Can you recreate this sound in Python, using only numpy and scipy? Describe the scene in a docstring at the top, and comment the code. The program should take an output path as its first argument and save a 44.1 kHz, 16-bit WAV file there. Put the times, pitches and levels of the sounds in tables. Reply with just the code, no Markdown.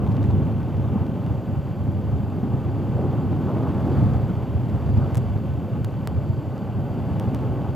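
"""A motorcycle cruises along a gravel road, heard from a microphone mounted behind its screen.
Throughout, shaped noise gives buffeting wind and roaring, crunching tyres over a hum of engine harmonics.
Decaying pings give the stones that tick on the bike, thickest on the loose first stretch.
Near four seconds the road is rough: the tyres roar, the air surges and bumps shake the mount.
From about five seconds a few grains of grit, sharp clicks with a push and a ping, snap at the microphone."""
import sys
import numpy as np
from scipy import signal
from scipy.fft import rfft, irfft, next_fast_len
from scipy.io import wavfile
from scipy.ndimage import uniform_filter1d

SR = 44100
rng = np.random.default_rng(int(sys.argv[2]) if len(sys.argv) > 2 else 0)


def dump_mix(stems):
    """Bounce the given channels to the path in sys.argv[1] as a 16-bit WAV at rate SR."""
    frames = np.atleast_2d(stems).T  # one column per channel
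    limited = np.clip(frames, -1, 1)  # hard clip at full scale
    pcm = np.round(limited * 32767).astype(np.int16)
    wavfile.write(sys.argv[1], SR, pcm)


N = 341775
TIME = np.arange(N) / SR  # s
EDGE_HZ = 15800  # upper band limit

# hiss of fine gravel thrown from under the tyres: [t/s, level/dB]
SPRAY = [(0, -59), (.3, -56), (.85, -57.5), (1.35, -58), (1.55, -59), (2.4, -58), (3.3, -57), (3.93, -53),
         (4.5, -57), (5.1, -55), (5.4, -57.5), (6.3, -59), (6.75, -59), (7.3, -55), (7.75, -58.5)]
# spectrum of a hard contact between grains: [f/Hz, relative level/dB]
CONTACT_COLOUR = [(100, -13), (400, 12), (800, -7), (1500, -8), (2800, -4.5), (4300, -8), (6000, -9.5),
                  (7700, -11), (9800, -13), (11500, -12.5), (15500, -18)]


def gain_of(db):
    """The decibel law: level to amplitude ratio."""
    return 10 ** (np.asarray(db) / 20)


def evened(x):
    """Normalisation of mean power: scales to rms 1."""
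    return x / np.sqrt(np.mean(x ** 2) + 1e-20)


def read(points, hz):
    """Spectral interpolation: straight lines in dB over log frequency."""
    f, value = np.transpose(points)
    return np.interp(np.log(hz + 1), np.log(f + 1), value)


def curve(rows):
    """Linear interpolation in time: a table of [t/s, value] at every sample."""
    return np.interp(TIME, *np.transpose(rows))


def add(mix, s, sound):
    """Superposition: adds a sound to the mix in place, starting at s seconds."""
    part = mix[max(round(s * SR), 0):][:len(sound)]
    part += sound[:len(part)]


def low_pass(x, hz, order, run=signal.sosfilt):
    """Low-pass filtering: keeps what lies below hz."""
    return run(signal.butter(order, hz, fs=SR, output="sos"), x)


def shaped(gain):
    """Spectral shaping: white noise times a gain over frequency, at rms 1."""
    size = next_fast_len(N)
    spectrum = rfft(rng.standard_normal(size)) * gain(np.fft.rfftfreq(size, 1 / SR))
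    return evened(irfft(spectrum, size)[:N])


def noise(colour):
    """Coloured noise: a tabled spectrum, rolled off steeply at the band limit."""
    return shaped(lambda hz: gain_of(read(colour, hz)) / (1 + (hz / EDGE_HZ) ** 20))


def wander(rate_hz):
    """Random modulation: noise of rms 1 confined below about rate_hz."""
    return shaped(lambda hz: np.exp(-(hz / rate_hz) ** 2))


def ringing(modes):
    """Resonance: noise filtered by a sum of modal peaks [f/Hz, width/Hz, relative level/dB]."""
    return shaped(lambda hz: sum(gain_of(db) / (1 + (2 * (hz - f) / width) ** 2) for f, width, db in modes))


def steadied(x, seconds, share):
    """Envelope compression: divides out a share of the running power in dB."""
    power = uniform_filter1d(x ** 2, max(int(seconds * SR), 1))
    return evened(x / (abs(power) + 1e-9) ** (np.clip(share, 0, 1) / 2))


def octave_band(size, hz, octaves):
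    """Band-pass response: a Gaussian over log frequency with the given standard deviation."""
    f = np.fft.rfftfreq(size, 1 / SR)
    return np.exp(-.5 * (np.log2((f + 1) / hz) / octaves) ** 2)


def decay(t, hz, cycles):
    """Modal damping: an exponential decay of quality factor cycles."""
    return np.exp(-np.pi * hz * t / cycles)


def swell(t, rise_s):
    """Critically damped response: rises to 1 at rise_s, then dies away."""
    return t / rise_s * np.exp(1 - t / rise_s)


def impulse(colour, size=1024):
    """Minimum phase: a causal click of peak 1 with a tabled spectrum."""
    log_gain = np.log(gain_of(read(colour, abs(np.fft.fftfreq(size, 1 / SR)))))
    click = np.fft.ifft(np.exp(np.conj(signal.hilbert(log_gain)))).real
    return click / abs(click).max()


def rebound(click, earliest_s, latest_s, db):
    """Repeated impact: the same click again, weaker, a random instant later."""
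    gap_s = earliest_s + (latest_s - earliest_s) * rng.random()
    gap = max(int(SR * gap_s), 1)
    return click + gain_of(db) * np.pad(click, (gap, 0))[:len(click)]


def wind(buffet_db=-27, follow=0.95, lumpy_db=1.15, deep_hz=85, rush_db=-31, flutter_db=1.28):
    """Turbulence: large eddies thump the housing in gusts; smaller ones rush over it and flutter."""
    # force of the air relative to cruising: [t/s, level/dB]
    air_force = [(0, 2), (.22, 5), (.45, 5), (.65, 1), (.97, 2), (1.3, 0.5), (1.65, -1.5), (2.45, 1.5),
                 (2.7, 1.5), (3.35, 4.5), (4.02, 5), (4.5, -1), (5.02, 2), (5.33, -0.5), (5.8, -0.5),
                 (6.35, -3), (7.3, 2.5), (7.75, 0)]
    # spectrum of the large eddies: [f/Hz, relative level/dB]
    buffet_colour = [(20, -47), (38, -56), (50, -36), (62, -15.5), (74, -7.5), (102, -1.5), (135, -3),
                     (175, -16), (260, -31.5), (600, -79)]
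    # spectrum of the rushing air: [f/Hz, relative level/dB]
    rush_colour = [(60, -51), (130, -3.5), (190, 2), (255, -2), (330, -7), (430, -11.5), (600, -28.5),
                   (1500, -74)]
    air = curve(air_force)
    gust_db, deep_db = gusts()
    eddies = steadied(noise(buffet_colour), seconds=0.058, share=0.43)
    deep = low_pass(eddies, deep_hz, order=3, run=signal.sosfiltfilt)
    thumps = eddies - deep + deep * gain_of(deep_db)
    # follow: dB of buffeting per dB of air force
    buffet = thumps * gain_of(buffet_db + follow * air + gust_db + lumpy_db * wander(11))
    rush = steadied(noise(rush_colour), seconds=0.29, share=0.9)
    return buffet + rush * gain_of(rush_db + air + flutter_db * wander(27))


def gusts():
    """Slow unsteadiness of the flow: cosine-squared arches raise or lower the buffeting, in dB."""
    # gusts and lulls: [crest t/s, length/s, rise/dB, extra rise of the deepest part/dB]
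    gust_table = [(.05, 0.89, 0.5, 4), (1.122, 0.29, -5, -3), (1.438, 0.18, -5, -3), (1.533, 0.21, 0, 6),
                  (1.738, 0.14, -5, -5), (1.905, 0.26, 6, -4), (2.14, 0.27, 2, 3), (2.36, 0.35, -4, -9),
                  (2.566, 0.2, 2, -12), (2.764, 0.21, -4, -8), (3.1, 0.42, -2, -2),
                  (3.602, 0.97, -3.5, -2.5), (4.097, 0.61, 2, 2.5), (4.546, 0.15, 4, 2),
                  (4.75, 0.18, 5.5, 1), (4.957, 0.31, 4, 5.5), (5.25, 1, -1, 8.5), (5.685, 0.079, -10, 0),
                  (6.17, 0.23, -1, 12), (6.65, .24, -6, 6)]
    arches = []
    for s, length, _, _ in gust_table:
        phase = np.clip((TIME - s) / length, -.5, .5)
        arches.append(np.cos(np.pi * phase) ** 2)
    return np.transpose([row[2:] for row in gust_table]) @ np.array(arches)


def surges(octaves=0.37):
    """Band-limited turbulence: air tears past the housing, swelling and dying in one arch."""
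    # surges: [crest t/s, length/s, level/dB, centre f/Hz]
    surge_table = [(0.091, 0.17, -42.5, 840), (.2, .16, -28, 215), (1.088, 0.071, -27.5, 210),
                   (2.452, 0.085, -28.5, 194), (3.028, 0.16, -31, 347), (3.322, 0.093, -29, 283),
                   (3.608, .2, -33, 330), (3.895, 0.13, -25, 260), (4.04, 0.17, -23, 202),
                   (4.315, .1, -26.5, 212), (4.98, .26, -29.5, 202), (5.079, 0.17, -35.5, 377),
                   (7.213, .12, -44, 840), (7.501, .5, -39, 338), (7.653, .1, -41, 825)]
    out = np.zeros(N)
    for s, length, db, hz in surge_table:
        t = TIME[:max(int(length * SR), 64)]
        air = irfft(rfft(rng.standard_normal(SR)) * octave_band(SR, hz, octaves), SR)[:len(t)]
        arch = np.sin(np.pi * t / length) ** 2
        surge = np.sqrt(np.mean(arch ** 2)) * evened(air * arch)
        add(out, s - length / 2, gain_of(db) * surge)
    return out


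def tyres(roar_db=-39, jolt_db=1.0, spray_jolt_db=0.7, crackle_db=1.5, bright_hz=800, brighten=0.24):
    """Roughness excitation: rougher road makes the tread louder and brighter; fine gravel hisses."""
    # roughness relative to smooth gravel: [t/s, level/dB]
    roughness = [(0, 1), (.33, 2.5), (.6, 0), (.98, 0.5), (1.6, -1.7), (2.9, 1.4), (3.08, 3.5), (3.38, 2),
                 (3.55, 5.5), (3.78, 5.5), (3.98, 6.5), (4.55, -0.5), (4.9, 1.5), (5.03, 2.5), (5.33, -1.5),
                 (6.35, -1), (6.8, 0.7), (7.3, 3.5), (7.75, 1)]
    # spectrum of the tread: [f/Hz, relative level/dB]
    roar_colour = [(150, -10), (400, -2), (520, -2), (655, -3.5), (780, -2.5), (900, -5.5), (980, -10),
                   (1100, -9), (1400, -17), (1800, -30), (3000, -35), (6000, -59.5)]
    # spectrum of the thrown gravel: [f/Hz, relative level/dB]
    gravel_colour = [(600, -5.5), (1600, 3.5), (2300, -3.5), (2900, -16.5), (3400, -3.5), (4000, -12.5),
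                     (4700, -14), (5500, -16.5), (7000, -18.5), (9000, -23), (15000, -19.5)]
    jolt, road = wander(43), curve(roughness)
    tread = noise(roar_colour)
    body = low_pass(tread, bright_hz, order=3, run=signal.sosfiltfilt)
    # the body gains less than the treble as roughness grows
    tilted = body * gain_of(-brighten * road) + tread - body
    roar = tilted * gain_of(roar_db + road + jolt_db * jolt)
    spray_db = curve(SPRAY) + spray_jolt_db * jolt + crackle_db * wander(300)
    return roar + noise(gravel_colour) * gain_of(spray_db)


def ridges(rise_s=0.038, knocks_per_s=900, octaves=0.54):
    """Filtered impulse train: a ridge of loose stones sends a fading volley of dull knocks through the tyre."""
    # ridges: [t/s, level/dB, centre f/Hz]
    ridge_table = [(.945, -41.5, 790), (2.955, -34, 483), (3.46, -36.5, 710), (3.53, -31.5, 370),
                   (3.62, -39.5, 840), (3.84, -31, 360), (4.985, -38, 760)]
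    out, t = np.zeros(N), TIME[:SR // 3]
    for s, db, hz in ridge_table:
        knocks = (rng.random(len(t)) < knocks_per_s / SR) * rng.choice([-1, 1], len(t))
        dull = irfft(rfft(knocks) * octave_band(len(t), hz, octaves), len(t))
        add(out, s, gain_of(db) * swell(t, rise_s) * evened(dull))
    return out


def crunch(grains_per_s=300, spread_db=3.0, cycles=5.2, below_spray_db=-6.5,
           low_hz=1900, high_hz=4200, tilt_db=-5):
    """Random impacts: pebbles knock under the tread as tiny pings, fainter by tilt_db per octave up."""
    struck = rng.random(N) < grains_per_s / SR
    size = gain_of(spread_db * np.minimum(rng.exponential(1, N), 3)) * struck
    pitches = np.geomspace(low_hz, high_hz, 20)
    kind = rng.integers(0, len(pitches), N)
    t, out = TIME[:SR // 200], np.zeros(N)
    for k, hz in enumerate(pitches):
        ping = decay(t, hz, cycles) * np.sin(2 * np.pi * hz * t)
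        knocks = signal.oaconvolve(size * (kind == k), ping)[:N]
        out += gain_of(tilt_db * np.log2(hz / low_hz)) * knocks
    return evened(out) * gain_of(curve(SPRAY) + below_spray_db)


def engine(beat=0.2, waver_db=1.5, rattle_db=0.5, whirr_flutter_db=.5, intake_db=-47):
    """Harmonics and resonance: firing orders hum, intake and casing ring, and a thin whirr varies."""
    # firing rate: [t/s, f/Hz]
    firing_rate = [(0, 51.2), (1.3, 50.4), (2.2, 51.4), (3.1, 51.4), (4.2, 50.6), (5.2, 50.8), (6.2, 50.4),
                   (7.75, 50.8)]
    # harmonics: [multiple of the firing rate, level/dB]
    orders = [(1, -51), (2, -40.5), (3, -43), (4, -46.5), (5, -47.5), (6, -51), (7, -54.5), (8, -57.5),
              (11, -58)]
    # modes of the casing: [f/Hz, width/Hz, relative level/dB]
    casing = [(1514, 53, 10.5), (2000, 120, -5.5), (2330, 120, -4.5), (2736, 440, -1), (3116, 260, -5.5)]
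    # rattle of the casing: [t/s, level/dB]
    clatter_level = [(0, -57.5), (1.25, -58.5), (2.1, -60), (2.7, -59.5), (3.2, -58), (4, -58),
                     (5.6, -58.5), (6.3, -60), (7, -57.8), (7.75, -57)]
    # modes of the hollow intake: [f/Hz, width/Hz, relative level/dB]
    intake_modes = [(535, 33, -1), (587, 68, -2)]
    # modes of the metallic running gear: [f/Hz, width/Hz, relative level/dB]
    whirr_modes = [(4586, 470, 1), (7420, 420, -8)]
    # whirr of the running gear: [t/s, level/dB]
    whirr_level = [(0, -72.5), (.95, -76), (1.5, -71), (2.5, -72.5), (3.1, -69.5), (3.6, -71),
                   (3.92, -66.5), (4.55, -71.5), (5.05, -67.5), (5.55, -73), (6.4, -68.5), (6.7, -71),
                   (7.1, -69), (7.75, -70.5)]
    firings = np.cumsum(curve(firing_rate) * (1 + 0.00348 * wander(5.5))) / SR  # running count
    hum = np.zeros(N)
    for k, db in orders:
        tone = np.sqrt(2) * np.cos(2 * np.pi * (k * firings + rng.random()))
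        hum += gain_of(db + waver_db * wander(2.8)) * tone
    pulsing = 1 + beat * np.cos(2 * np.pi * firings)  # one pulse a firing
    clatter = evened(ringing(casing) * pulsing) * gain_of(curve(clatter_level) + rattle_db * wander(60))
    intake = ringing(intake_modes) * gain_of(intake_db)
    whirr = ringing(whirr_modes) * gain_of(curve(whirr_level) + whirr_flutter_db * wander(13))
    return hum + intake + clatter + whirr


def bumps(rise_s=0.0064):
    """Damped oscillation: each bump rocks the mount for a few cycles."""
    # bumps: [t/s, level/dB, f/Hz]
    bump_table = [(0.031, -18, 95), (0.293, -17, 104), (0.437, -19, 100), (.955, -15.5, 204),
                  (1.3, -16, 94), (2.938, -20, 105), (3.973, -11, 110), (4.021, -11, 116), (4.06, -14, 130),
                  (4.145, -15, 103), (4.224, -22, 103), (4.548, -13, 105), (4.967, -17, 92),
                  (5.351, -14, 101), (6.292, -13, 113)]
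    out, t = np.zeros(N), TIME[:SR // 10]
    for s, db, hz in bump_table:
        add(out, s, gain_of(db) * swell(t, rise_s) * np.sin(2 * np.pi * hz * t))
    return out


def stones(ring_cycles=1.55, edge_db=-8, stray_per_s=30, stray_db=-43.5, loose_per_s=130, loose_s=0.2):
    """Impact: thrown stones tick and skip on the bike, among faint random chips, thickest at first."""
    # stones: [t/s, level/dB, f/Hz], small ones sounding higher
    stone_table = [(.0657, -30, 2400), (.0755, -33, 3100), (.092, -39, 6500), (.117, -30, 2500),
                   (.123, -36, 4200), (0.168, -30, 3500), (.2298, -31, 3600), (.232, -40, 5000),
                   (0.241, -25, 1900), (0.248, -29, 2100), (.258, -39, 5500), (0.3105, -34, 3400),
                   (.5155, -39, 3000), (.6313, -33, 2600), (.77, -40, 4200), (1.067, -34, 3300),
                   (1.2644, -31.5, 2800), (4.137, -35, 5400), (4.698, -34, 2800), (4.9752, -32, 4600),
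                   (6.58, -35, 5000)]
    # spectrum of a chip: [f/Hz, relative level/dB]
    chip_colour = [(400, -8.5), (1500, 27), (3500, -10), (5000, -14), (8000, -16), (11000, -26),
                   (15000, -29)]
    hits, t = np.zeros(N), TIME[:SR // 100]
    edge = impulse(CONTACT_COLOUR)[:len(t)]
    for s, db, hz in stone_table:
        ping = decay(t, hz, ring_cycles) * np.sin(2 * np.pi * hz * t)
        tick = ping + gain_of(edge_db) * edge
        add(hits, s, gain_of(db) * rebound(tick, earliest_s=.0005, latest_s=0.002, db=-8.5))
    chips_per_s = stray_per_s + loose_per_s * np.exp(-(TIME / loose_s) ** 2 / 2)
    chips = (rng.random(N) < chips_per_s / SR) * (2 * rng.random(N) - 1)
    return hits + gain_of(stray_db) * signal.oaconvolve(chips, impulse(chip_colour))[:N]


def grit(push_s=0.00019, ping_cycles=3.3):
    """Contact transient: a grain gives a double edge, a short push and a damped ping of its own pitch."""
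    # grains: [t/s, snap level/dB, push level/dB, ping f/Hz, ping level/dB]
    grain_table = [(5.147, -23.5, -27, 8000, -38), (5.1538, -31, -33, 6200, -34),
                   (5.1555, -23, -30, 5200, -35), (5.1716, -20, -45, 7500, -38),
                   (5.1777, -28, -32, 6300, -33), (5.1792, -27, -40, 7000, -42),
                   (5.8464, -22.5, -26, 3000, -45), (5.8485, -29, -39, 2000, -43),
                   (6.074, -16, -19, 4360, -38), (7.1981, -23, -28, 2600, -47),
                   (7.3475, -25, -33, 1900, -37)]
    out, snap = np.zeros(N), impulse(CONTACT_COLOUR)
    t = TIME[:len(snap)]
    u = t / push_s
    push = u * (2 - u) * np.exp(1 - u)  # out and back, with no net area
    for s, db, push_db, hz, ping_db in grain_table:
        edges = rebound(snap, earliest_s=0.00011, latest_s=.0004, db=-8)
        ping = decay(t, hz, ping_cycles) * np.cos(2 * np.pi * hz * t)
        add(out, s, gain_of(db) * edges + gain_of(push_db) * push + gain_of(ping_db) * ping)
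    return out


def scene(lead_hz=50, port_hz=9, side_grit=0.03):
    """Interchannel phase: nearly mono, the bass a little ahead on the left; grit sits close to the middle."""
    snaps = grit()
    air = wind() + surges()
    road = tyres() + ridges() + crunch()
    middle = air + road + engine() + bumps() + snaps + stones()
    # well above port_hz this low-pass lags by a quarter cycle
    lag = lead_hz / port_hz * low_pass(middle, port_hz, order=1)
    side = lag + side_grit * snaps
    return np.array([middle - side, middle + side])


def record(dry, low_cut_hz=50, hiss_db=-70):
    """Band limitation: the microphone cuts the deepest rumble and adds hiss; then the treble is cut."""
    # spectrum of the hiss: [f/Hz, relative level/dB]
    hiss_colour = [(2000, -20), (6400, 2), (6900, 3), (8000, -3), (9700, -7), (11500, 0), (14600, 5),
                   (15200, 0), (16000, -28)]
    heard = signal.sosfilt(signal.butter(6, low_cut_hz, "high", fs=SR, output="sos"), dry)
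    hiss = gain_of(hiss_db) * noise(hiss_colour)  # the same in both channels
    edge = signal.firwin(511, EDGE_HZ, window=("kaiser", 9), fs=SR)
    return signal.oaconvolve(heard + hiss, edge[None], "same")


dry = scene()
out = record(dry)
dump_mix(out)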